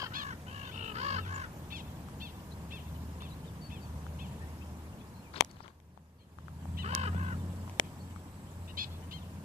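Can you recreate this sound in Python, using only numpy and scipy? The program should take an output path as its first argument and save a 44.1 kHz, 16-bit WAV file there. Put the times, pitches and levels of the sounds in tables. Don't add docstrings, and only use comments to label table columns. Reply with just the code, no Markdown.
import sys
import numpy as np
from scipy import signal
from scipy.fft import rfft, irfft
from scipy.io import wavfile
from scipy.ndimage import uniform_filter1d

SR = 44100
rng = np.random.default_rng(int(sys.argv[2]) if len(sys.argv) > 2 else 0)


def file_out(sig):
    cols = np.atleast_2d(sig).T
    lim = np.clip(cols, -1, 1)
    pcm = np.round(lim * 32767).astype(np.int16)
    wavfile.write(sys.argv[1], SR, pcm)


N = 416304

# (time [s], relative level [dB])
BACKGROUND_LEVEL = [(0, -56.5), (.5, -57), (1.1, -55), (2.4, -57), (3.0, -56), (3.5, -57.5), (4.3, -56),
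                    (5.3, -60), (5.41, -62), (5.81, -71), (6.2, -71), (6.47, -63.5), (6.7, -59), (7.1, -54),
                    (7.5, -55.5), (8.33, -59.5), (8.94, -57), (9.44, -58.5)]
# (frequency [Hz], relative level [dB])
TRAFFIC_COLOUR = [(12, -47.5), (20, -17), (32, -23), (59, -8), (85, -2), (200, -5.5), (391, -16.5),
                  (612, -18.5), (706, -20), (978, -17), (1150, -22), (1470, -28), (1660, -28), (2080, -38),
                  (2600, -46.5), (3380, -70.5), (5720, -120)]
# (frequency [Hz], likeness [0-1])
TRAFFIC_LIKENESS = [(25, .9), (60, 1), (290, 0.95), (640, 1), (1400, .4), (2500, .2)]
# (frequency [Hz], relative level [dB])
HISS_COLOUR = [(880, -29.5), (1500, -5), (1670, -2.5), (2070, -4.5), (2720, -4.5), (3720, -8), (5950, -9.5),
               (7160, -8.5), (8970, -10.5), (13900, -12), (14500, -12.5), (14900, -18.5), (15500, -56)]
# (start [s], length [s])
WHINES = [(0, .3), (.55, .2), (.85, 0.43), (1.5, .25), (1.8, .24), (2.15, .35), (2.75, .35)]
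# (start [s], length [s], level [dB], centre [Hz], rough width [Hz])
INSECT_BUZZ = (6.5, 2.5, -79.5, 7849.5, 900)
# (time [s], exhaust note [Hz], note level [dB], level of the other tones [dB])
ENGINE_CURVE = [(0, 83.2, -55, -68), (.45, 81.6, -50.5, -82), (.9, 79.64, -64, -57),
                (1.55, 79.8, -50, -55.5), (2.2, 76.6, -52, -50.5), (2.6, 76.3, -48.5, -60),
                (3.05, 77.95, -44.5, -49), (3.5, 77.04, -53, -50.5), (4.3, 78.03, -42, -47),
                (4.84, 77.5, -51, -63), (5.1, 78.1, -64.5, -70), (6.2, 79.5, -59, -65),
                (6.7, 83.1, -44, -41.5), (7.45, 89.85, -35, -42), (7.84, 88.96, -49, -57),
                (8.4, 86.9, -54.5, -53.5), (8.6, 86.9, -47, -68), (9.44, 84.3, -50, -47.5)]
# (frequency [multiples of 1/5 of the exhaust note], relative level [dB])
ENGINE_TONES = [(4, -6), (6, -9), (7, -3), (8, -7), (9, 0), (10, 3.5), (11, -5), (12, 0), (13, -11.5),
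                (14, -15), (16, -8.5)]
# (start [s], length [s], level [dB], pitch [Hz])
SECOND_ENGINE_HUM = [(0.503, 0.404, -53, 95.5), (1.029, 0.43, -45, 91.9)]
# (time [s], strength [dB], brightness [dB], lean to the left before scaling [dB],
# left delay [ms], tuning of the lowest ring [ratio])
FINGER_TICKS = [(.0303, -17.5, -33, 22, -0.4, 1.04), (2.086, -30, -19, 9, 0, 1.44),
                (3.2213, -27, -20, 0, 0.3, 1.3), (4.066, -26.5, -23.5, 19, 0.6, 1.6),
                (4.9635, -41, -21, 1, -0.02, 0.91), (5.3807, -28, -11, 23, -0.02, 1.1),
                (5.4084, 3, -6, 19.5, 0, 1.13), (5.4225, -19, -18, 28, 0.6, 0.9),
                (5.448, -43.5, 3.5, -9, .54, 1.0), (5.5131, -42, 6, 20, 0.6, 1.0),
                (5.5689, -36, -21, 14, -0.63, 1.07), (5.605, -25, -24, 19, 0.44, 1.13),
                (5.6802, -33, -9.5, 24, -.53, 0.91), (5.8018, -44.5, -6, 19, -.27, 1.04),
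                (5.9752, -31, -24.5, 23, .3, 1), (6.386, -27, -24.5, 19.5, 0.42, 1.4),
                (6.4825, -26.5, -27, 19, 0.16, 1.57), (6.6553, -26, -26, 12, 0.1, 0.94),
                (6.933, -17, -26, 13, 0.33, 1.04), (6.9507, -24, 2.5, -10.5, 0.61, 0.55),
                (7.04, -18, -25, 13, 0.1, 1.45), (7.1464, -23, -25, 15, 0.3, 0.69),
                (7.678, -27, -24, 5, 0.2, 1.2), (7.6966, -33.5, -6, 8, -0.07, 1.0),
                (7.7977, -2, -7.5, 10.5, 0.57, 0.83), (8.1612, -27.5, -24, 17, .17, 1.43)]
# (frequency before tuning [Hz], width [Hz], relative level [dB])
CASE_RINGS = [(860, 300, 3.5), (2500, 560, 8), (3270, 435, 4), (6600, 1350, 10.5), (8800, 910, -1.5),
              (10600, 1600, -15.5)]
# (time [s], level [dB])
SCRAPE_LEVEL = [(5.33, -52.5), (5.38, -43), (5.396, -52), (5.408, -42), (5.43, -74.5), (5.668, -61),
                (5.78, -87)]
# (frequency [Hz], relative level [dB])
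SKIN_COLOUR = [(180, -37.5), (300, -2), (680, -6), (844, -16), (1000, 2), (1740, -6), (2730, -10.5),
               (4400, -9.5), (12000, -39.5), (15600, -67.5), (22000, -120)]
# (start [s], length [s], level [dB], first pitch [Hz], middle pitch [Hz], last pitch [Hz])
BIRD_WHISTLES = [(1.34, 0.03, -49.5, 7200, 6970, 7060), (2.505, 0.039, -62, 4275, 3884, 4300),
                 (2.511, .035, -65, 4600, 4150, 4550), (3.295, 0.053, -61, 4300, 3790, 4300),
                 (3.455, 0.056, -63, 4020, 3607, 2647), (3.61, .08, -57, 4510, 4470, 4490),
                 (3.809, 0.052, -62, 4570, 4590, 4400), (4.23, .12, -70, 7560, 7610, 7610),
                 (4.4, .05, -58, 1680, 1850, 1810), (4.466, .04, -62, 2000, 2110, 2080),
                 (4.608, .03, -58, 2450, 2630, 2832), (4.925, .02, -63, 2836, 2770, 2730),
                 (5.005, 0.018, -61, 2537, 2520, 2624), (5.135, .05, -68, 4750, 4000, 4800),
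                 (5.165, .055, -69, 3950, 4280, 4100), (5.221, 0.094, -64.5, 2924, 2374, 2380),
                 (5.496, 0.028, -65, 4400, 4530, 4340), (6.183, .065, -73, 4600, 4140, 4290),
                 (7.987, 0.056, -66, 4614, 4385, 4505), (8.507, 0.021, -62, 7080, 7090, 7045),
                 (9.203, .047, -63, 3980, 3350, 2418)]
# (start [s], length [s], effort [dB], upper resonance [dB], its centre [Hz], bite [dB],
# throat tilt [dB per octave], top pitch [Hz], depth of the pitch arch [0-1])
CROW_CAWS = [(-.16, .245, -48, 2.5, 3030, -0.5, -2.5, 562, 0.29),
             (.1, .245, -48.5, -14.5, 2900, -16, 4.5, 574, .25),
             (0.458, 0.26, -55, 0.5, 2890, -25, 5.5, 563.3, 0.15),
             (0.724, .21, -52.5, 5.5, 2840, -33, -9, 460, .04),
             (0.938, 0.27, -42, -6.5, 2950, 4.5, -3, 562.7, 0.34),
             (1.241, .225, -47.5, -15.5, 2880, -9, 4.5, 553, .2),
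             (6.83, 0.27, -43, -7.5, 2897, -9, -3, 537, 0.36),
             (7.113, 0.24, -49.5, -14, 2800, -16, -0.5, 530, 0.18)]
# (frequency [Hz], relative level [dB])
THROAT_COLOUR = [(400, -11), (700, -23.5), (1100, 5), (1650, 3.5), (2200, -14.5), (2700, -32)]
# (frequency [multiples of its centre], relative level [dB])
UPPER_COLOUR = [(.65, -48), (.86, -6.5), (.95, 2), (1.05, 6), (1.15, -16), (1.3, -12), (2.2, -50)]
# (frequency [Hz], relative level [dB])
BITE_COLOUR = [(3900, -13), (4400, -4.5), (4900, -5), (5400, -15), (5800, -25)]
# (start [s], length [s], hold [s], effort [dB], top pitch [Hz], opening pitch [ratio],
# closing pitch [ratio], opening level [dB], closing level [dB], hoarseness [0-1], muzzle tuning [ratio])
DOG_BARKS = [(0.133, 0.11, 0.026, -37.5, 865, 0.82, 0.8, -8, -13.5, 0.24, 1.11),
             (0.638, 0.07, 0.014, -56, 910, .93, .9, -2, -4, 0.1, 1.06),
             (0.706, 0.092, 0.033, -51.5, 905, .8, 1, -3, -4, .2, 0.97),
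             (1.191, 0.11, 0.0043, -54.5, 930, 1.0, 0.66, -2, -5, 0.25, 0.96),
             (1.699, 0.12, 0.019, -43.5, 891, .68, 0.71, -8, -10.5, 0.18, 1),
             (1.753, 0.058, 0.011, -60, 905, .9, .75, -1, -12, 0.2, 1.8),
             (2.196, 0.12, 0.021, -44, 898, .68, 0.71, -9, -18.5, 0.04, 1.04),
             (2.703, 0.13, 0.017, -45.5, 903, .68, 0.58, -6, -22, 0.07, .95),
             (3.199, 0.12, 0.014, -52.5, 900, .68, 0.62, -4, -17, 0.2, 1.0),
             (3.694, 0.12, 0.019, -52, 885, .68, 0.73, -8, -16, 0.21, 0.92),
             (4.183, 0.14, 0.011, -51.5, 878, .75, 0.54, -4, -22, 0.23, 0.94),
             (6.188, .1, 0.018, -72, 803, .9, .8, -3, -16, 0.42, 1.0),
             (6.765, 0.077, 0.014, -43, 1000, 0.67, 0.8, -13, -11, .2, 0.97),
             (7.83, 0.069, .02, -62, 803, .97, .95, -2, -10, .5, 0.88),
             (8.673, 0.056, 0.0057, -54, 954, .93, 0.89, -2, -14, 0.39, 0.96),
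             (8.767, 0.084, .04, -36, 863, .84, 0.7, -8, -2.5, .33, 1.125),
             (9.107, 0.093, 0.03, -46, 1065, .63, .82, -2, -19, 0.067, 1.08)]
# (frequency before tuning [Hz], relative level [dB])
MUZZLE_COLOUR = [(900, -40), (1700, -18), (2600, 2.5), (3400, 5.5), (4600, -10.5), (5000, -28), (5500, -15),
                 (8000, -36)]
# (delay [s], level at a muzzle tuning of 1 [dB])
BANK_ECHOES = [(0.055, -36), (.126, -19)]

HISS_DB, HISS_CEILING_DB = -3.5, -60
WHINE_HZ, WHINE_DB = 14000, -74
HARD_TICK_DB, SOFT_SLOPE = -10.5, 1.26
FAR_BARKS_PER_S, FAR_BARK_DB, FAR_BARK_LOW_HZ, FAR_BARK_SPAN_HZ = 8, -75, 2200, 1500
CAW_RISE_SHARE, CAW_DROP_S, CAW_SAG_PER_S = .42, .05, .45
CAW_SOFT_DB, BEAK_OPENING_DB, BEAK_CLOSING_DB = -6, -1.5, -9
BARK_RISE_S, BARK_SAG_PER_S = .032, 0.512
RISE_BEND, FALL_BEND = 1.58, 1.15
RASP, RASP_S = 0.48, 0.015
FACING_DB = -43
TREBLE_LIMIT_HZ = 14600


def gain_of(db):
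    return 10 ** (np.asarray(db) / 20)


def unit_level(x):
    return x / np.sqrt(np.mean(x ** 2) + 1e-20)


def look_up(table, hz):
    table_hz, value = np.transpose(table)
    return np.interp(np.log(hz + 1), np.log(table_hz + 1), value)


def times(start, length):
    return np.arange(max(-start, 0), length, 1 / SR)


def fades(t, length, fade_s):
    return np.sin(np.pi / 2 * np.clip(np.minimum(t, length - t) / fade_s, 0, 1)) ** 2


def flutter(n, hz):
    size = max(int(SR / hz), 2)
    return unit_level(uniform_filter1d(uniform_filter1d(rng.standard_normal(n), size), size))


def place(mix, start, sound, pan_db, lag_ms):
    for side, sign in zip(mix, (.5, -.5)):
        first = max(round((start + sign * lag_ms / 1000) * SR), 0)
        part = side[first:first + len(sound)]
        part += gain_of(sign * pan_db) * sound[:len(part)]


def noise(colour, patchy_db, size, likeness=None, lag_ms=0):
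    frames, hz = 4 * N // size + 5, np.fft.rfftfreq(size, 1 / SR)
    a, b, c, d, patches = rng.standard_normal((frames, len(hz), 5)).T
    patches = unit_level(uniform_filter1d(uniform_filter1d(patches, size=9, axis=0), size=7, axis=1))
    left, unrelated = a + 1j * b, c + 1j * d
    alike = 0 if likeness is None else look_up(likeness, hz)[:, None]
    shift = np.exp(2j * np.pi * hz * lag_ms / 1000)[:, None]
    right = alike * left * shift + np.sqrt(1 - alike ** 2) * unrelated
    spectra = np.array([left, right]) * gain_of(look_up(colour, hz)[:, None] + patchy_db * patches)
    return unit_level(signal.istft(spectra, nperseg=size, noverlap=3 * size // 4)[1][:, :N])


def traffic_and_hiss():
    level_db = np.interp(np.arange(N) / SR, *np.transpose(BACKGROUND_LEVEL))
    traffic = noise(TRAFFIC_COLOUR, patchy_db=1.0, size=2048, likeness=TRAFFIC_LIKENESS, lag_ms=0.19)
    traffic *= gain_of(level_db + 10.0 + np.array([[.4], [-.4]]))
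    hiss = noise(HISS_COLOUR, patchy_db=1.63, size=512)
    return traffic + hiss * gain_of(np.minimum(level_db + HISS_DB, HISS_CEILING_DB))


def whine():
    out = np.zeros((2, N))
    for start, length in WHINES:
        t = times(start, length)
        tone = gain_of(WHINE_DB) * np.sin(2 * np.pi * WHINE_HZ * t)
        place(out, start, tone * fades(t, length, .03), pan_db=-15.0, lag_ms=0)
    return out


def buzz():
    out = np.zeros((2, N))
    start, length, db, hz, width_hz = INSECT_BUZZ
    t = times(start, length)
    smear = flutter(len(t), width_hz) + 1j * flutter(len(t), width_hz)
    band = (smear * np.exp(2j * np.pi * hz * t)).real
    place(out, start, gain_of(db) * band * fades(t, length, 0.19), pan_db=-23.0, lag_ms=0)
    return out


def truck_engine():
    when, *columns = np.transpose(ENGINE_CURVE)
    hz, note_db, others_db = (np.interp(np.arange(N) / SR, when, column) for column in columns)
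    cycles = np.cumsum(hz * (1 + 0.004 * flutter(N, 5.8))) / SR
    note = np.sqrt(2) * np.sin(2 * np.pi * cycles) * gain_of(note_db + 2.5 * flutter(N, 6.3))
    others = 0
    for k, db in ENGINE_TONES:
        level = gain_of(db + 1.6 * flutter(N, 6.6))
        others += level * np.sin(2 * np.pi * (k * cycles / 5 + rng.random()))
    out = np.zeros((2, N))
    place(out, 0, note + gain_of(others_db) * unit_level(others), pan_db=0.5, lag_ms=.36)
    for start, length, db, hum_hz in SECOND_ENGINE_HUM:
        t = times(start, length)
        level = gain_of(db + 3.7 * flutter(len(t), 16)) * fades(t, length, .08)
        place(out, start, np.sqrt(2) * level * np.sin(2 * np.pi * hum_hz * t), pan_db=1.0, lag_ms=.2)
    return out


def finger_ticks():
    out, t = np.zeros((2, N)), np.arange(600) / SR
    for start, db, bright_db, pan_db, lag_ms, tuning in FINGER_TICKS:
        shifts = 0.895 + 0.1 * rng.random(len(CASE_RINGS))
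        shifts[0] = tuning
        rings = [gain_of(ring_db) * np.sin(2 * np.pi * hz * shift * t) * np.exp(-np.pi * width * t)
                 for (hz, width, ring_db), shift in zip(CASE_RINGS, shifts)]
        middle = sum(rings[1:3]) * gain_of(SOFT_SLOPE * min(bright_db - HARD_TICK_DB, 0))
        dull = (rings[0] + middle) * np.minimum(t / 0.00031, 1)
        bright = sum(rings[3:]) * gain_of(bright_db + 7.5)
        dull_share = 1 - gain_of(2 * min(bright_db, -.5))
        place(out, start, gain_of(db - pan_db / 2 - 6.0) * dull_share * dull, 1.13 * pan_db, lag_ms)
        place(out, start, gain_of(db - pan_db / 2 - 11.5) * bright, 0.65 * pan_db - 4.0, lag_ms)
    return out


def finger_scrape():
    out = np.zeros((2, N))
    when, db = np.transpose(SCRAPE_LEVEL)
    t = np.arange(when[0], when[-1], 1 / SR)
    skin = noise(SKIN_COLOUR, patchy_db=5.0, size=256)[0, :len(t)]
    level = gain_of(np.interp(t, when, db) + 1.3 * flutter(len(t), 150))
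    place(out, t[0], level * skin * signal.windows.tukey(len(t), .05), pan_db=15, lag_ms=-0.27)
    return out


def grass_and_trees(voices):
    t = np.arange(SR // 2) / SR
    haze = rng.standard_normal((2, len(t))) * gain_of(-60 * t / 0.13) * (t > .004)
    haze /= np.linalg.norm(haze[0])
    return gain_of(-10) * signal.fftconvolve(voices, haze, axes=1)[:, :N]


def far_answering_barks():
    when, long, loud, pitch, bend = rng.random((round(FAR_BARKS_PER_S * N / SR), 5)).T
    start, length = when * N / SR, .015 + 0.029 * long
    hz = FAR_BARK_LOW_HZ + FAR_BARK_SPAN_HZ * pitch
    change_db = np.interp(start, *np.transpose(BACKGROUND_LEVEL)) - BACKGROUND_LEVEL[0][1]
    db = FAR_BARK_DB + 10.5 * loud + change_db
    return list(zip(start, length, db, hz * (1 - .12 * bend), hz, hz * (.86 + .12 * bend)))


def small_birds():
    out = np.zeros((2, N))
    for start, length, db, *pitches in BIRD_WHISTLES + far_answering_barks():
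        t = times(start, length)
        hz = np.interp(2 * t / length, range(3), pitches) * (1 + 0.0021 * flutter(len(t), 150))
        tone = np.sqrt(2) * np.sin(2 * np.pi * np.cumsum(hz) / SR)
        swell = gain_of(db - 9.5 * abs(2 * t / length - 1))
        tremble = 1 + 0.21 * flutter(len(t), 300)
        place(out, start, swell * tone * tremble * fades(t, length, .005), pan_db=10.0, lag_ms=.21)
    return out


def caw(start, length, effort_db, upper_db, upper_hz, bite_db, tilt_db, top_hz, arch):
    t = times(start, length)
    rise_s = CAW_RISE_SHARE * length
    shut = np.maximum(1 - t / rise_s, 0)
    closing = np.clip(1 - (length - t) / CAW_DROP_S, 0, 1)
    hz = top_hz * (1 - arch * (shut ** 1.5 + 0.8 * closing) - CAW_SAG_PER_S * np.maximum(t - rise_s, 0))
    throb_hz = (70 - 26 * t / length) * (1 + 0.031 * flutter(len(t), 31))
    throb_angle = 2 * np.pi * (np.cumsum(throb_hz) / SR + rng.random())
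    cycles = np.cumsum(hz * (1 + 0.04 * np.sin(throb_angle) + 0.012 * flutter(len(t), 260))) / SR
    low = high = 0
    for k in range(1, 14):
        tone = np.exp(2j * np.pi * (k * cycles + rng.random()))
        smear = flutter(len(t), 520) + 1j * flutter(len(t), 450)
        throat = gain_of(look_up(THROAT_COLOUR, k * hz) + tilt_db * np.log2(k * hz / 1300))
        low += throat * (tone * (1 + 0.21 * smear)).real
        high += (tone * (1 + 0.52 * smear)).real
    throb = 1 + 0.59 * np.cos(throb_angle)
    freqs = np.fft.rfftfreq(len(t), 1 / SR)
    resonance = gain_of(np.interp(freqs / upper_hz, *np.transpose(UPPER_COLOUR)))
    bite = gain_of(bite_db + look_up(BITE_COLOUR, freqs))
    high = irfft(rfft(high * throb ** 0.75) * (resonance + bite), len(t))
    level = gain_of(effort_db + CAW_SOFT_DB * shut) * fades(t, length, 0.015)
    upper = gain_of(upper_db + BEAK_OPENING_DB * shut + BEAK_CLOSING_DB * closing)
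    return level * unit_level(low * throb), level * upper * unit_level(high)


def crow():
    out = np.zeros((2, N))
    for row in CROW_CAWS:
        start = max(row[0], 0)
        low, high = caw(*row)
        place(out, start, gain_of(5) * low, pan_db=5.5, lag_ms=0.32)
        place(out, start, high, pan_db=14.0, lag_ms=.33)
    return out


def bark(start, length, hold, effort_db, top_hz, opening, closing, opening_db, closing_db, hoarse, tuning):
    t = times(start, length)
    rise = np.sin(np.pi / 2 * np.minimum(t / BARK_RISE_S, 1)) ** RISE_BEND
    past_top = np.maximum(t - BARK_RISE_S, 0)
    fall = np.clip((past_top - hold) / max(length - BARK_RISE_S - hold, .004), 0, 1) ** FALL_BEND
    hz = top_hz * (opening + (1 - opening) * rise - BARK_SAG_PER_S * past_top - (1 - closing) * fall)
    cycles = np.cumsum(hz) / SR
    hoarse = np.clip(hoarse + RASP * np.exp(-t / RASP_S), 0, 1)
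    voice = 0
    for k in range(1, 11):
        tone = np.exp(2j * np.pi * (k * cycles + rng.random()))
        smear = flutter(len(t), 570) + 1j * flutter(len(t), 560)
        muzzle = gain_of(look_up(MUZZLE_COLOUR, k * hz / tuning))
        voice += muzzle * (tone * (1 - hoarse + hoarse * smear)).real
    db = effort_db + opening_db * (1 - rise) + closing_db * past_top / max(length - BARK_RISE_S, .01)
    return gain_of(db) * unit_level(voice) * fades(t, length, 0.0094)


def prairie_dogs():
    out = np.zeros((2, N))
    for row in DOG_BARKS:
        start, tuning = row[0], row[-1]
        voice = bark(*row)
        place(out, start, voice, pan_db=8.0, lag_ms=.41)
        for delay, db in BANK_ECHOES:
            echo = gain_of(db + FACING_DB * (tuning - 1)) * voice
            place(out, start + delay, echo, pan_db=5.0, lag_ms=0.11)
    return out


def scene():
    voices = prairie_dogs() + crow() + small_birds()
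    field = voices + grass_and_trees(voices) + truck_engine() + traffic_and_hiss()
    return field + finger_ticks() + finger_scrape() + whine() + buzz()


def record(dry):
    low_pass = signal.firwin(511, TREBLE_LIMIT_HZ, window=("kaiser", 9), fs=SR)
    return signal.oaconvolve(np.clip(dry, -1, 1), low_pass[None], "same")


dry = scene()
out = record(dry)
file_out(out)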